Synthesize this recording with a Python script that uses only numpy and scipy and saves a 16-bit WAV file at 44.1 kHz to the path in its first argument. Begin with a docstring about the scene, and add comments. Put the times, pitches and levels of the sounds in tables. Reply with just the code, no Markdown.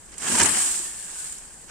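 """One stroke of a cradle scythe through ripe rice in a quiet field, close by, on two small microphone ports.
Field hiss (smooth noise) and a light breeze (low lumpy noise) lie underneath; three stalks snap early (noise bursts).
Then the blade crunches (hard ticks), leaves and ears rustle (fine ticks), the swath thuds (low ticks) and knocks
(swelling sines) and stalks snap in quick succession. As the swath slides along the cradle a hollow noise band sinks;
a few faint snaps follow while the rustle dies away, and a little crunch rises at the very end."""
import sys
import numpy as np
from scipy import signal
from scipy.fft import rfft, irfft, next_fast_len
from scipy.io import wavfile

SR = 44100
rng = np.random.default_rng(int(sys.argv[2]) if len(sys.argv) > 2 else 0)


def log_audio(samples):
    """Write samples as a 16-bit WAV file to the path given in sys.argv[1]."""
    # one column per channel
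    frames = np.atleast_2d(samples).T
    # limit to full scale, then quantise
    limited = np.clip(frames, -1, 1)
    pcm = np.round(limited * 32767).astype(np.int16)
    wavfile.write(sys.argv[1], SR, pcm)


N = 74970  # samples, 1.7 s


def amp(db):
    """Amplitude factor for a level in dB."""
    return 10 ** (np.asarray(db) / 20)


def rms_one(x):
    """Scale to rms 1 over all channels together."""
    return x / np.sqrt(np.mean(x ** 2) + 1e-20)


def in_time(rows, outside=None):
    """Each column drawn as straight lines over time; the end values hold unless outside is given."""
    s, *columns = np.transpose(rows)
    return [np.interp(np.arange(N) / SR, s, c, outside, outside) for c in columns]


def at_hz(points, hz):
    """Table value at a frequency, interpolated on a logarithmic frequency axis."""
    table_hz, values = np.array(points).T
    return np.interp(np.log(hz), np.log(table_hz), values)


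def pan(db):
    """Left and right gains for a left-minus-right level."""
    return amp(np.array([db / 2, -db / 2]))


def shaped(x, gain):
    """Filter by a gain given as a function of frequency."""
    size = next_fast_len(N + 4096)
    hz = np.maximum(np.fft.rfftfreq(size, 1 / SR), 1)
    return irfft(rfft(x, size) * gain(hz), size)[..., :N]


def drift(rate_hz):
    """Slow random wander, rms 1: noise through two equal poles at rate_hz, made at SR / 40."""
    r = np.exp(-80 * np.pi * rate_hz / SR)
    noise = rng.standard_normal(N // 40 + 2002)
    slow = signal.lfilter([1], [1, -2 * r, r * r], noise)[2000:]  # drop the filter's start-up
    return np.interp(np.arange(N) / 40, np.arange(len(slow)), rms_one(slow))


def grains(per_s, spread_db, clump_db, clump_hz):
    """Two random tick trains of uneven size and sign, swelling in shared clumps; rms 1."""
    sizes = amp(spread_db * np.minimum(rng.exponential(1, (2, N)), 5))
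    signed = sizes * rng.choice([-1, 1], (2, N))
    struck = rng.random((2, N)) < per_s / SR
    return rms_one(signed * struck * amp(clump_db * drift(clump_hz)))


# how alike left and right are: f/Hz, correlation (1 = the same)
LEFT_RIGHT_LIKENESS = [(60, 1), (250, 0.78), (500, 0.78), (1000, 0.42), (2000, 0.48), (3500, 0.4),
                       (8000, 0.098), (15000, 0.049)]


def coloured(source, spectrum, patchy_db):
    """Mid and side mixed by likeness, coloured, then half-octave bands flicker each on its own; rms 1."""
    def alike(hz):
        return np.clip(at_hz(LEFT_RIGHT_LIKENESS, hz), -1, 1)

    mid = shaped(source[0], lambda hz: amp(at_hz(spectrum, hz)) * np.sqrt(1 + alike(hz)))
    side = shaped(source[1], lambda hz: amp(at_hz(spectrum, hz)) * np.sqrt(1 - alike(hz)))
    both = np.array([mid + side, mid - side])
    out = 0
    lowest, highest = np.log2(spectrum[0][0]), np.log2(spectrum[-1][0])
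    for centre in np.arange(lowest, highest + .5, .5):  # octaves
        band = shaped(both, lambda hz: np.clip(1 - 2 * abs(np.log2(hz) - centre), 0, 1))
        out = out + amp(patchy_db * drift(37.0)) * band
    return rms_one(out)


# colour of the hiss over the crop: f/Hz, relative level/dB per Hz
FIELD_COLOUR = [(88, -63), (150, 1), (722, -7), (781, -4), (1000, -8.5), (1370, -16), (1480, -9),
                (1600, -6), (2810, -23), (7410, -21.5), (15500, -61)]
HISS_DB = -55.5  # ahead of the ports
BREEZE_DB, BREEZE_TOP_HZ, BREEZE_LUMPY_DB = -56.5, 77, -2


def field():
    """Smooth far hiss of the crop, and a lumpy breeze rumbling on the ports, largely shared by both."""
    hiss = amp(HISS_DB) * coloured(rng.standard_normal((2, N)), FIELD_COLOUR, patchy_db=1.5)
    shared, own = rng.standard_normal((2, N + SR))
    rumble_band = signal.butter(2, [14, BREEZE_TOP_HZ], "band", fs=SR, output="sos")
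    rumble = signal.sosfilt(rumble_band, [shared + 0.42 * own, shared - 0.31 * own])
    rumble = rms_one(rumble[:, SR:])  # drop the filter's start-up second
    return hiss + amp(BREEZE_DB + BREEZE_LUMPY_DB * drift(15.0)) * rumble


SLIDE_HALF_WIDTH_HZ = 80
# hollow band as the swath slides along the cradle: t/s, centre f/Hz, level/dB of each quadrature part
SLIDE_PATH = [(.78, 1880, -70), (.87, 1820, -55), (1.0, 1720, -56), (1.12, 1600, -56), (1.25, 1480, -55),
              (1.32, 1420, -70)]


def slide():
    """A narrow band of noise whose centre sinks: two slow random signals ride a cosine and a sine."""
    centre_hz, _ = in_time(SLIDE_PATH)
    _, db = in_time(SLIDE_PATH, -120)
    phase = 2 * np.pi * np.cumsum(centre_hz) / SR
    a, b = amp(db) * np.array([drift(SLIDE_HALF_WIDTH_HZ), drift(SLIDE_HALF_WIDTH_HZ)])
    return a * np.cos(phase) + b * np.sin(phase)


KNOCK_SWELL_S, KNOCK_ROUGH = .007, .3  # time from onset to fullest push; share of random unevenness
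# dull knocks of stems on the handle and cradle frame: t/s, envelope peak level/dB before roughening, pitch f/Hz
FRAME_KNOCKS = [(.314, -30, 195), (.338, -27, 230), (.338, -29, 990), (.375, -32, 900), (.398, -31, 210),
                (.413, -29, 360), (.411, -25, 930), (.435, -35, 100), (.458, -30, 880), (.563, -36, 220),
                (.563, -37, 750), (.795, -44, 350)]


def knocks():
    """Each knock is a soft push that swells and dies unevenly at one dull pitch."""
    out, t = np.zeros(N + 6000), np.arange(6000) / SR
    for s, db, hz in FRAME_KNOCKS:
        start = int(s * SR)
        push = amp(db) * t / KNOCK_SWELL_S * np.exp(1 - t / KNOCK_SWELL_S)
        out[start:start + 6000] += push * np.sin(2 * np.pi * hz * t + rng.uniform(0, 2 * np.pi))
    return out[:N] * (1 + KNOCK_ROUGH * drift(96.0))


# weight of the swath thudding on handle and cradle: t/s, level/dB before trim
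SWATH_THUD = [(0.19, -65), (0.224, -44.5), (0.342, -31.5), (0.384, -37), (0.406, -29), (0.5, -35.5),
              (0.584, -45.5), (0.592, -47), (0.782, -56.5), (0.8, -53), (0.9, -56.5)]
# colour of the cradle frame: f/Hz, relative level/dB per Hz
CRADLE_COLOUR = [(15, -47), (25, -27), (92, -7.5), (128, -11), (194, -3.5), (357, -6), (512, -15.5),
                 (600, -13), (780, -21), (1320, -120)]


def thud():
    """Soft low jostling of the bundle against the frame: clumped ticks in a low colour."""
    db, = in_time(SWATH_THUD, -90)
    return amp(db - 2) * coloured(grains(830, 1.24, 0.69, 36), CRADLE_COLOUR, patchy_db=0.5)


SURGE_DB, SURGE_HZ = .7, 50
# leaves and ears rubbing: t/s, level/dB before trim and surges, left minus right level/dB
LEAF_RUSTLE = [(0.0, -51, 1), (0.16, -50.5, -3.5), (0.236, -32, -3.5), (0.34, -24, -1), (0.392, -24.5, 1.5),
               (0.434, -22.5, -3), (0.492, -27.5, 13), (0.554, -24.5, 1), (0.628, -23, 0.5),
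               (0.832, -31.5, 1), (0.922, -37.5, 2), (1.008, -38.5, 3), (1.126, -38.5, -0.5),
               (1.192, -36, 4), (1.33, -38.5, 2), (1.396, -44.5, 1), (1.514, -47.5, 1.5), (1.7, -48.5, 0)]
# colour of leaves and husks, for rustle and snaps: f/Hz, relative level/dB per Hz
LEAF_COLOUR = [(2650, -20), (4500, -15), (6170, -15), (7240, -1.5), (7790, 0.5), (9140, -2), (10500, -21),
               (12000, -25), (14800, -25), (15500, -35)]


def rustle():
    """Thousands of tiny leaf and husk ticks a second, in small surges."""
    db, side_db = in_time(LEAF_RUSTLE)
    ticks = coloured(grains(9000, 0.66, 0.27, 270), LEAF_COLOUR, patchy_db=0.5)
    return amp(db + 2.5 + SURGE_DB * drift(SURGE_HZ)) * pan(side_db) * ticks


SNAP_T60_S, SNAP_RISE_S, SECOND_CRACK_S = .014, .0007, .0036  # 60 dB decay, rise constant, crack spacing
SNAP_TOP_HZ = 12500  # low-pass corner
# single stalks snapping: t/s, burst level/dB before rise and colour, stem part against husk part level/dB
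STALK_SNAPS = [(.1186, -27, -14), (.1396, -28, -8), (.1805, -12, -24), (.354, -3, -12), (.3844, -1, -12),
               (.3975, 3, -11), (.4135, 0, -10), (.4304, 4, -17), (.4454, -4, -14), (.4575, 4, -9),
               (.489, -1, -13), (.569, -6, -9), (.5815, -4, -20), (1.187, -14, -24), (1.2, -15, -22),
               (1.2435, -13, -30), (1.27, -14, -22), (1.3235, -15, -30), (1.3815, -18, -20)]


def snaps():
    """A stalk cracks twice, each crack a burst of splinter noise: a bright husk part and a lower stem part."""
    parts = np.zeros((2, 2, N + 2000))  # husk or stem, left or right, samples
    t = np.arange(1000) / SR
    for s, db, stem_db in STALK_SNAPS:
        shape = (1 - np.exp(-t / SNAP_RISE_S)) * amp(db - 60 * t / SNAP_T60_S)
        part_gains = amp([0, stem_db])[:, None, None]
        for i in (int(s * SR), int((s + SECOND_CRACK_S) * SR)):
            parts[:, :, i:i + 1000] += rng.choice([-1, 1], (2, 2, 1000)) * shape * part_gains
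    both = 0
    for part, colour in zip(parts, (LEAF_COLOUR, STEM_COLOUR)):
        top_db = np.max(np.array(colour)[:, 1])  # strongest frequency passes at 0 dB
        both = both + shaped(part[:, :N], lambda hz: amp(at_hz(colour, hz) - top_db))
    return signal.sosfilt(signal.butter(2, SNAP_TOP_HZ, fs=SR, output="sos"), both)


# blade crunching through stems: t/s, level/dB before trim, left minus right level/dB
BLADE_CRUNCH = [(0.0, -63, 5), (0.108, -59, 5), (0.146, -47.5, 3), (0.156, -56.5, -1), (0.254, -32, 1.5),
                (0.3, -30.5, 1.5), (0.42, -24, -4), (0.43, -28, -3), (0.468, -29, 9), (0.534, -35.5, 4),
                (0.576, -31, 2.5), (0.644, -37.5, 0), (0.974, -50.5, 0), (1.22, -48.5, 2),
                (1.552, -60, 2.5), (1.676, -59, 1), (1.7, -39.5, -2.5)]
# colour of stems, for crunch and snaps: f/Hz, relative level/dB per Hz
STEM_COLOUR = [(260, -7.5), (450, -9), (579, -11), (740, -4.5), (879, -3), (1350, -4), (1700, 0.5),
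               (1960, -4), (3140, -4.5), (3580, -11.5), (6200, -6), (8060, -18), (13600, -120)]


def crunch():
    """Sparser, harder ticks of stems parting on the edge."""
    db, side_db = in_time(BLADE_CRUNCH)
    ticks = coloured(grains(3500, 2.6, 1.2, 60), STEM_COLOUR, patchy_db=1.5)
    return amp(db + 1.5) * pan(side_db) * ticks


def scene():
    """The whole stroke, background first."""
    return field() + slide() + knocks() + thud() + rustle() + snaps() + crunch()


CUTOFF_HZ = 15700
# colour difference of the two ports: f/Hz, left minus right level/dB
PORT_BALANCE = [(60, 6), (80, 3.5), (110, 9), (140, 5), (190, 7), (260, 4), (340, 8.5), (460, 7), (610, 0),
                (820, -3), (1100, 8), (1470, 4.5), (1960, 2.5), (2620, 0), (3510, -1.5), (4690, 1),
                (6270, -10.5), (8390, -1), (11200, 11.5), (15000, -6.5)]
# phase difference of the two ports: f/Hz, lead of left over right/rad
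PORT_PHASE = [(0, 0), (950, .5), (3190, .1), (3530, -2.3), (5600, -6.5), (9560, -17.6)]


def record(dry):
    """The two microphone ports differ in colour and phase; a steep low-pass cuts the top."""
    lead_hz, lead_rad = np.array(PORT_PHASE).T

    def port_gain(hz):
        turn = np.exp([[.5j], [-.5j]] * np.interp(hz, lead_hz, lead_rad))  # half the lead on each port
        return pan(at_hz(PORT_BALANCE, hz)) * turn

    wet = shaped(dry, port_gain)
    return signal.sosfilt(signal.ellip(14, .5, 90, CUTOFF_HZ, fs=SR, output="sos"), wet)


dry = scene()
out = record(dry)
log_audio(out)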